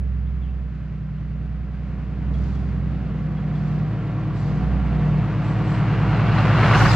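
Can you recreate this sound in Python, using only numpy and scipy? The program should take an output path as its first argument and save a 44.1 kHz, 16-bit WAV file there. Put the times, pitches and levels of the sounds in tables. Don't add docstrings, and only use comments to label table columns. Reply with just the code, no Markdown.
import sys
import numpy as np
from scipy import signal
from scipy.fft import rfft, irfft
from scipy.io import wavfile
from scipy.ndimage import uniform_filter1d, map_coordinates

SR = 44100
rng = np.random.default_rng(int(sys.argv[2]) if len(sys.argv) > 2 else 0)


def int16_out(signal):
    q = np.round(np.clip(np.atleast_2d(signal).T, -1, 1) * 32767)
    wavfile.write(sys.argv[1], SR, q.astype(np.int16))


N = 306495
TIME = np.arange(N) / SR
FREQ = np.maximum(np.fft.rfftfreq(N, 1 / SR), 1)
CYLINDERS = 6
CRUISE_HZ = 60
SPEED_M_S, ARRIVES_S = 9.6, 6.713
EARS = np.array([[-1], [1]])


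def undb(db):
    return 10 ** (np.asarray(db) / 20)


def unit(x):
    return x / np.sqrt(np.mean(x ** 2))


def curves(table):
    s, *columns = np.transpose(table)
    return [np.interp(TIME, s, column) for column in columns]


def colour(points):
    hz, db = np.transpose(points)
    return undb(np.interp(np.log(FREQ), np.log(hz), db))


def resonances(modes, hz):
    response = 0
    for k, (f, width_hz, db) in enumerate(modes):
        response = response + (-1) ** k * undb(db) / (1 + 2j * (hz - f) / width_hz)
    return response


def shape(x, response):
    return unit(irfft(rfft(x) * response, N))


def walk(rate):
    k = int(SR / rate)
    held = np.repeat(rng.standard_normal(N // k + 1), k)
    return 1.3 * uniform_filter1d(uniform_filter1d(held, k), k)[:N]


def impacts(rate, spread_db):
    size = undb(spread_db * np.minimum(rng.exponential(size=N), 4))
    happens = rng.random(N) < rate / SR
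    return unit(happens * size * rng.choice([-1, 1], N))


def grains(rate, spread_db, direct):
    clicks = np.sqrt(direct) * impacts(rate, spread_db)
    return clicks + np.sqrt(1 - direct) * rng.standard_normal(N)


# f/Hz, level/dB (side against middle)
EAR_DIFFERENCE = [(60, -6), (200, -22), (500, -20), (1200, -15.5), (2000, -25.5), (2800, -17), (4500, -3.5),
                  (8000, -4)]


def spread(source, response):
    mid = irfft(rfft(source) * response, N)
    scattered = source * rng.standard_normal(N)
    side = irfft(rfft(scattered) * response * colour(EAR_DIFFERENCE), N)
    return np.array([mid + side, mid - side]) / np.std(mid)


def forest(x, t60, wet_db):
    t = TIME[:SR]
    tail = rng.standard_normal(SR) * undb(-60 * t / t60)
    echo = signal.fftconvolve(x, tail[None] / np.linalg.norm(tail), axes=1)[:, :N]
    return (x + undb(wet_db) * echo) / np.sqrt(1 + undb(wet_db) ** 2)


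def boosts(events, attack_s, release_s):
    total_db = 0
    for s, length, db in events:
        edge = np.minimum((TIME - s) / attack_s, (s + length - TIME) / release_s)
        total_db = total_db + db * np.clip(.5 + edge, 0, 1)
    return undb(total_db)


# t/s, share hidden (0-1)
CREST_SCREEN = [(1.5, 1), (2.35, 0.29), (4.4, 0)]


def hidden():
    return curves(CREST_SCREEN)[0]


def ground_dip(x, hz=860, width_hz=360, depth=0.67):
    band = irfft(rfft(x) * resonances([(hz, width_hz, 0)], FREQ), N)
    return x - depth * np.sqrt(np.abs(hidden())) * band


def ahead(behind_m=0):
    return SPEED_M_S * (ARRIVES_S - TIME) + behind_m


def approach(db, doubling_db, crest_db, nearest_m, behind_m=0):
    metres = np.hypot(ahead(behind_m), nearest_m)
    return undb(db - doubling_db * np.log2(metres / 10) - crest_db * hidden())


def overhead(db, db_per_m, behind_m):
    return undb(db - db_per_m * np.abs(ahead(behind_m)))


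def covered(behind_m=0.99, fade_m=0.28):
    return np.clip(.5 - ahead(behind_m) / fade_m, 0, 1)


# t/s, f/Hz
FIRING_RATE = [(0, 65.2), (.55, 62.9), (.75, 61.24), (1.12, 60.22), (1.5, 61.4), (1.85, 62.3),
               (2.08, 62.44), (2.35, 64.17), (2.53, 65.34), (2.92, 64.26), (3.12, 61.37), (3.55, 60.3),
               (3.8, 60.4), (3.97, 57.18), (4.3, 57.11), (4.5, 60.03), (4.75, 63.38), (5.05, 59.97),
               (5.19, 59.73), (5.35, 57.03), (5.9, 57.37), (6.3, 58.08), (6.95, 57.26)]


def firing_hz():
    return curves(FIRING_RATE)[0]


def revs():
    return firing_hz() - CRUISE_HZ


# multiple of the four-stroke cycle rate, level/dB
EXHAUST_ORDERS = [(7, 4), (8, -0.5), (9, 7.5), (10, -2.5), (11, -1.5), (12, 10), (13, -4), (14, -2),
                  (15, 4.5), (16, 1.5), (17, 5), (18, 1), (19, 4.5), (20, 0), (21, -6), (22, -4.5), (23, 1),
                  (24, -6), (25, -11.5), (26, -7.5), (27, -6.5), (28, -9), (29, -4), (30, -3), (31, -4),
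                  (32, 2)]
# f/Hz, width/Hz, level/dB
PIPE_RESONANCES = [(107.52, 2.82, 5.5), (149.94, 4.74, 5), (191.65, 7, -2), (233.4, 9.4, -8),
                   (275.3, 7.8, -5.5), (308, 7.7, -15.5)]
# t/s, length/s, extra boom level/dB
THROTTLE_PUSHES = [(0, 0.69, 2.5), (1.22, 0.42, 2), (2.25, 0.2, 4), (4.61, 0.38, 5), (4.98, 0.24, 3),
                   (6.0, 0.14, 4), (6.77, .14, 5)]
PUSH_ATTACK_S, PUSH_RELEASE_S = 0.05, 0.02
BOOM_DB_PER_HZ, BURBLE_DB_PER_HZ = 1.56, 0.33
SMEAR = .18


def exhaust(cycle_hz, turns, pan_db=2.0, skew=0.1, open_db=0.03, revs_db=1.0, hidden_db=-5.0, under_db=-4):
    screen = overhead(db=6.5, db_per_m=2.5, behind_m=1.4)
    bright_db = open_db + revs_db * revs() + hidden_db * hidden() + under_db * screen
    pipe = resonances(PIPE_RESONANCES, FREQ)
    burble = 0
    for order, db in EXHAUST_ORDERS:
        k = round(order)
        shared = .1 * (walk(18) + 1j * walk(18))
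        per_ear = .11 * EARS * walk(7) * np.exp(2j * np.pi * rng.random())
        paths = 1 + shared + per_ear
        drift = .04 * walk(1.5)
        swing = np.exp(2j * np.pi * (k * turns - SMEAR * k ** 2 + drift))
        gain = undb(db + bright_db * np.log2(k * cycle_hz / 150))
        piped = np.interp(k * cycle_hz, FREQ, pipe) * swing
        burble = burble + gain * np.real(paths * piped)
    burble = burble * undb(BURBLE_DB_PER_HZ * revs())
    effort = undb(BOOM_DB_PER_HZ * revs()) * boosts(THROTTLE_PUSHES, PUSH_ATTACK_S, PUSH_RELEASE_S)
    boom = np.sqrt(2) * np.sin(2 * np.pi * CYLINDERS * turns + skew * EARS)
    boom = boom * effort * undb(pan_db * EARS)
    return (burble * approach(db=-24.5, doubling_db=3.5, crest_db=4.0, nearest_m=5.3)
            + boom * approach(db=-28.5, doubling_db=2.5, crest_db=-2.1, nearest_m=5.5))


# f/Hz, width/Hz, level/dB
BLOCK_RESONANCES = [(372, 52, -5.5), (485.6, 16, 0), (670, 59, -6.5), (742, 27, -3), (978, 17, -8),
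                    (1136, 41, -6.5), (1365, 23, -6)]
KNOCK_DB_PER_HZ = -0.15


def knock(turns, decay=0.3, rough=1.0):
    firings = CYLINDERS * turns
    cylinder = firings.astype(int) % CYLINDERS
    strength = undb(2.8 * rng.standard_normal(CYLINDERS))[cylinder]
    raps = unit(np.diff(np.floor(firings), prepend=0))
    rattle = unit(np.exp(-(firings % 1) / decay) * rng.standard_normal(N))
    body = resonances(BLOCK_RESONANCES, FREQ) / (1 + (280 / FREQ) ** 6 + (FREQ / 2200) ** 4)
    knocks = spread(strength * (raps + rough * rattle), body) * undb(KNOCK_DB_PER_HZ * revs())
    return knocks * approach(db=-39.0, doubling_db=3.5, crest_db=19.5, nearest_m=3.3)


# multiple of the cycle rate (rounded in use),
# panel f/Hz, width/Hz, level/dB
PANEL_WHINES = [(30, 316, 7.7, 0), (31, 316, 11, -0.5), (33, 315, 27, 6.5), (36, 392, 40, -3),
                (69.64, 735, 73, -8.5), (72.2, 755, 57, -1.5), (78.2, 757, 78, -2.5)]


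def whine(cycle_hz, turns, flutter_db=2.0, under_db=-5):
    tone = 0
    for order, hz, width_hz, db in PANEL_WHINES:
        k = round(order)
        ring = np.abs(resonances([(hz, width_hz, 0)], k * cycle_hz)) ** 2
        shaft = turns + .0015 * walk(20)
        tone = tone + ring * undb(db + flutter_db * walk(14)) * np.sin(2 * np.pi * k * shaft)
    screened = undb(under_db * overhead(db=5.0, db_per_m=1.5, behind_m=0))
    return tone * screened * approach(db=-38.0, doubling_db=4.5, crest_db=12.5, nearest_m=9.1)


# f/Hz, level/dB
ROAR_COLOUR = [(25, -7.5), (70, -6), (130, -3), (230, 3), (330, 0), (480, -2), (620, -4), (850, -13.5),
               (1400, -24.5), (3000, -63)]
# f/Hz, level/dB
CRUNCH_COLOUR = [(300, -33.5), (650, -5), (900, 1), (1150, -1), (1500, -2.5), (2000, -5.5), (2350, -8.5),
                 (2750, -10.5), (3200, -16), (4300, -25), (6000, -39.5), (10000, -70)]
# f/Hz, level/dB
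GRIT_COLOUR = [(1500, -32.5), (3000, -4.5), (4300, -1), (5000, -3.5), (5700, -8), (7000, -10),
               (8000, -16.5), (9500, -26), (12000, -35), (15500, -49)]
# t/s, length/s, extra grit level/dB
LOOSE_PATCHES = [(2.33, 0.33, 6), (3.54, 0.3, 3.5), (4.35, 0.22, 7), (5.44, 0.14, 3), (5.67, 0.11, 4.5)]
PATCH_ATTACK_S, PATCH_RELEASE_S = .04, 0.27


def tyres(patchy_db=0.61):
    direct = np.interp(TIME, [0, 5, 6.6], [.2, .4, .95])
    tread = spread(rng.standard_normal(N), colour(ROAR_COLOUR)) * undb(0.67 * walk(15))
    crushed = spread(grains(rate=2000, spread_db=0.5, direct=direct), colour(CRUNCH_COLOUR))
    crushed = ground_dip(crushed)
    flying = spread(grains(rate=3400, spread_db=0.5, direct=direct), colour(GRIT_COLOUR))
    flying = flying * boosts(LOOSE_PATCHES, PATCH_ATTACK_S, PATCH_RELEASE_S)
    tread = tread * approach(db=-34.0, doubling_db=3.5, crest_db=6.5, nearest_m=1.1, behind_m=0.11)
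    crushed = crushed * approach(db=-36.0, doubling_db=5.5, crest_db=2.5, nearest_m=1.82, behind_m=0.15)
    flying = flying * approach(db=-57.5, doubling_db=4.5, crest_db=2.5, nearest_m=0.44, behind_m=2.2)
    return tread + undb(patchy_db * walk(30)) * (crushed + flying)


# f/Hz, level/dB
AIR_COLOUR = [(20, -4), (38, 7.5), (60, -9), (130, -18.5), (260, -22), (400, -19.5), (600, -32), (850, -42),
              (1500, -31.5), (3000, -35.5), (6000, -57.5), (12000, -85.5)]


def air(db=-53):
    swell_db = walk(4.6)
    return spread(rng.standard_normal(N), colour(AIR_COLOUR)) * undb(db + swell_db)


# t/s, length/s, start f/Hz, middle f/Hz, end f/Hz, level/dB (before the forest echo)
BIRD_CHIRPS = [(0.263, 0.015, 3000, 3370, 3900, -63), (0.417, .044, 3640, 3230, 2680, -58.5),
               (0.484, .022, 2580, 2680, 2800, -57.5), (2.337, .018, 3480, 3300, 3280, -54.5),
               (2.538, 0.018, 3450, 3370, 3300, -55.5), (3.180, .016, 3450, 3400, 3300, -62),
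               (3.371, .02, 3414, 3303, 3150, -57), (3.550, .016, 3560, 3433, 3150, -55)]


def bird():
    song = 0
    for s, length, start_hz, middle_hz, end_hz, db in BIRD_CHIRPS:
        progress = np.clip((TIME - s) / length, 0, 1)
        hz = np.interp(progress, [0, .5, 1], [start_hz, middle_hz, end_hz])
        swell = np.sqrt(2 * np.abs(np.sin(np.pi * progress)))
        song = song + undb(db) * swell * np.sin(2 * np.pi * np.cumsum(hz) / SR)
    return forest(np.array([song, song]), t60=0.56, wet_db=-2.5)


# t/s, level/dB, ring f/Hz, ring width/Hz, time to fade by 60 dB/s
PINCHED_STONES = [(2.34, -54, 4200, 2000, .025), (2.384, -61, 6000, 1602, .025),
                  (2.439, -57, 5560, 1600, 0.02), (2.484, -59, 4800, 1400, .025),
                  (2.554, -57, 5300, 1800, 0.018), (2.690, -61, 4810, 800, 0.022),
                  (6.631, -21, 2020, 500, .035), (6.648, -28, 2850, 501, 0.036),
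                  (6.698, -30, 1454, 350, 0.048), (6.715, -23, 980, 299.6, 0.058),
                  (6.735, -17, 2000, 600, .025), (6.745, -24.5, 2680, 500, .045),
                  (6.750, -23, 1074, 300, .06), (6.803, -16, 1440, 350, .07), (6.820, -17, 980, 250, 0.059),
                  (6.838, -26, 2750, 600, 0.024), (6.855, -19.5, 1620, 280.2, 0.067),
                  (6.856, -14, 1134, 220, 0.046), (6.874, -24, 1550, 250, 0.046),
                  (6.858, -32, 4670, 500, .03), (6.905, -34, 4050, 399.5, .03),
                  (6.916, -28, 3900, 900, 0.022)]


def stones():
    out = np.zeros((2, N + SR))
    t = TIME[:SR // 4]
    for s, db, hz, width_hz, t60 in PINCHED_STONES:
        edges = [hz - width_hz / 2, hz + width_hz / 2]
        band = signal.butter(1, edges, "band", fs=SR, output="sos")
        fade = np.exp(-np.log(1000) * t / t60)
        noise = rng.standard_normal((2, len(t)))
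        rings = signal.sosfilt(np.vstack([band, band]), noise) * fade
        mid, side = (undb(db) * ring * np.linalg.norm(fade) / np.linalg.norm(ring) for ring in rings)
        side = side * np.interp(hz, FREQ, colour(EAR_DIFFERENCE))
        start = int(s * SR)
        out[:, start:start + len(t)] += np.array([mid + side, mid - side])
    return out[:, :N]


# t/s, length/s, f/Hz, level/dB
METAL_SQUEAKS = [(4.35, 0.089, 7600, -69), (5.423, 0.13, 7657, -66), (5.627, 0.19, 7680, -64),
                 (6.876, 0.049, 4950, -35)]


def squeaks(width_hz=300):
    out = 0
    for s, length, hz, db in METAL_SQUEAKS:
        progress = np.clip((TIME - s) / length, 0, 1)
        swell = np.sqrt(np.abs(np.sin(np.pi * progress)))
        narrow = resonances([(hz, width_hz, 0)], FREQ) ** 2
        out = out + undb(db) * swell * shape(rng.standard_normal((2, N)), narrow)
    return out


# f/Hz, width/Hz, level/dB
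GAP_RESONANCES = [(747, 44, -1.5), (864, 14, -13.5), (1140, 130, -6.5), (1535, 110, -3), (2790, 110, -9),
                  (3410, 63, -18.5), (4070, 400, -23.5)]
# t/s, length/s, level change/dB (negative is quieter)
CRUSH_CHANGES = [(6.748, 0.012, 6), (6.79, 0.023, -2), (6.838, 0.011, -1)]
CHANGE_ATTACK_S, CHANGE_RELEASE_S = .005, 0.01


def underside(spread_db=3.0, lumpy_db=1.5, drift=.02):
    crushed = impacts(2400, spread_db)
    tint = colour([(300, -6.0), (800, 3.0), (2200, -3.5), (5000, 2), (9000, -28.5), (15000, -45.5)])
    gap = resonances(GAP_RESONANCES, FREQ) * tint
    place = np.arange(N) + np.cumsum(drift * walk(14))
    rung = np.array([map_coordinates(ear, [place], order=3, mode="mirror") for ear in spread(crushed, gap)])
    unevenness = undb(lumpy_db * walk(45)) * boosts(CRUSH_CHANGES, CHANGE_ATTACK_S, CHANGE_RELEASE_S)
    return rung * unevenness * overhead(db=-25.5, db_per_m=2.0, behind_m=1.0)


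# f/Hz, level/dB
SPRAY_COLOUR = [(1200, -17.5), (2600, -2.5), (4200, -0.5), (5600, 1), (7400, -6.5), (9500, -16.5),
                (12500, -21.5), (15000, -32)]


def spray(spread_db=1.5, grainy=0.67, flutter_db=-2.5, surge_db=4, surge_s=6.715, rise_s=.03):
    grit = np.array([grainy * impacts(9000, spread_db) + rng.standard_normal(N) for ear in range(2)])
    surge = surge_db * np.clip(.5 + (TIME - surge_s) / rise_s, 0, 1)
    hiss = shape(grit, colour(SPRAY_COLOUR)) * undb(surge + flutter_db * walk(27))
    return hiss * overhead(db=-40.5, db_per_m=4.5, behind_m=0.66)


# multiple of the block rate, level/dB
TREAD_TONES = [(6, -2.5), (7, 2.5), (8, -2), (9, -1), (10, -6.5)]
TREAD_HZ = 164.3


def tread_hum(flutter_db=8.5):
    slaps = np.cumsum(TREAD_HZ * (1 + .007 * walk(30))) / SR
    hum = 0
    for k, db in TREAD_TONES:
        level = undb(db + flutter_db * walk(25))
        hum = hum + level * np.sin(2 * np.pi * (round(k) * slaps + rng.random()))
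    return unit(hum) * overhead(db=-24.5, db_per_m=6.5, behind_m=0.67)


def chassis_echo(x, db=-6.5, t60=0.039, low_hz=600):
    t = TIME[:SR // 10]
    bounces = rng.standard_normal((2, len(t))) * undb(-60 * t / t60)
    bright = irfft(rfft(x) / (1 + (low_hz / FREQ) ** 2), N)
    echo = signal.fftconvolve(bright[None], bounces / np.linalg.norm(bounces[0]), axes=1)[:, :N]
    return undb(db) * echo * covered()


# f/Hz, level/dB
DRAUGHT_COLOUR = [(15, -1), (35, 0), (70, -2), (150, -2), (350, -13), (600, -23), (1500, -49)]


def draught(db=-25.0):
    gust_db = 3 * walk(30)
    return shape(rng.standard_normal((2, N)), colour(DRAUGHT_COLOUR)) * undb(db + gust_db) * covered()


def scene():
    cycle_hz = firing_hz() / CYLINDERS
    turns = rng.random() + np.cumsum(cycle_hz) / SR
    engine = exhaust(cycle_hz, turns) + knock(turns) + whine(cycle_hz, turns)
    rolling = tyres() + tread_hum()
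    left, right = engine + rolling + air()
    lag = np.interp(TIME, [0, 4, 6.8], [1.6, 1.5, .2])
    left = map_coordinates(left, [np.arange(N) - lag], order=3, mode="nearest")
    close_by = underside() + spray() + chassis_echo(rolling.mean(axis=0)) + draught()
    return np.array([left, right]) + close_by + stones() + squeaks() + bird()


TOP_HZ = 15200


def record(dry):
    return signal.sosfilt(signal.ellip(8, .2, 70, TOP_HZ, fs=SR, output="sos"), dry)


dry = scene()
out = record(dry)
int16_out(out)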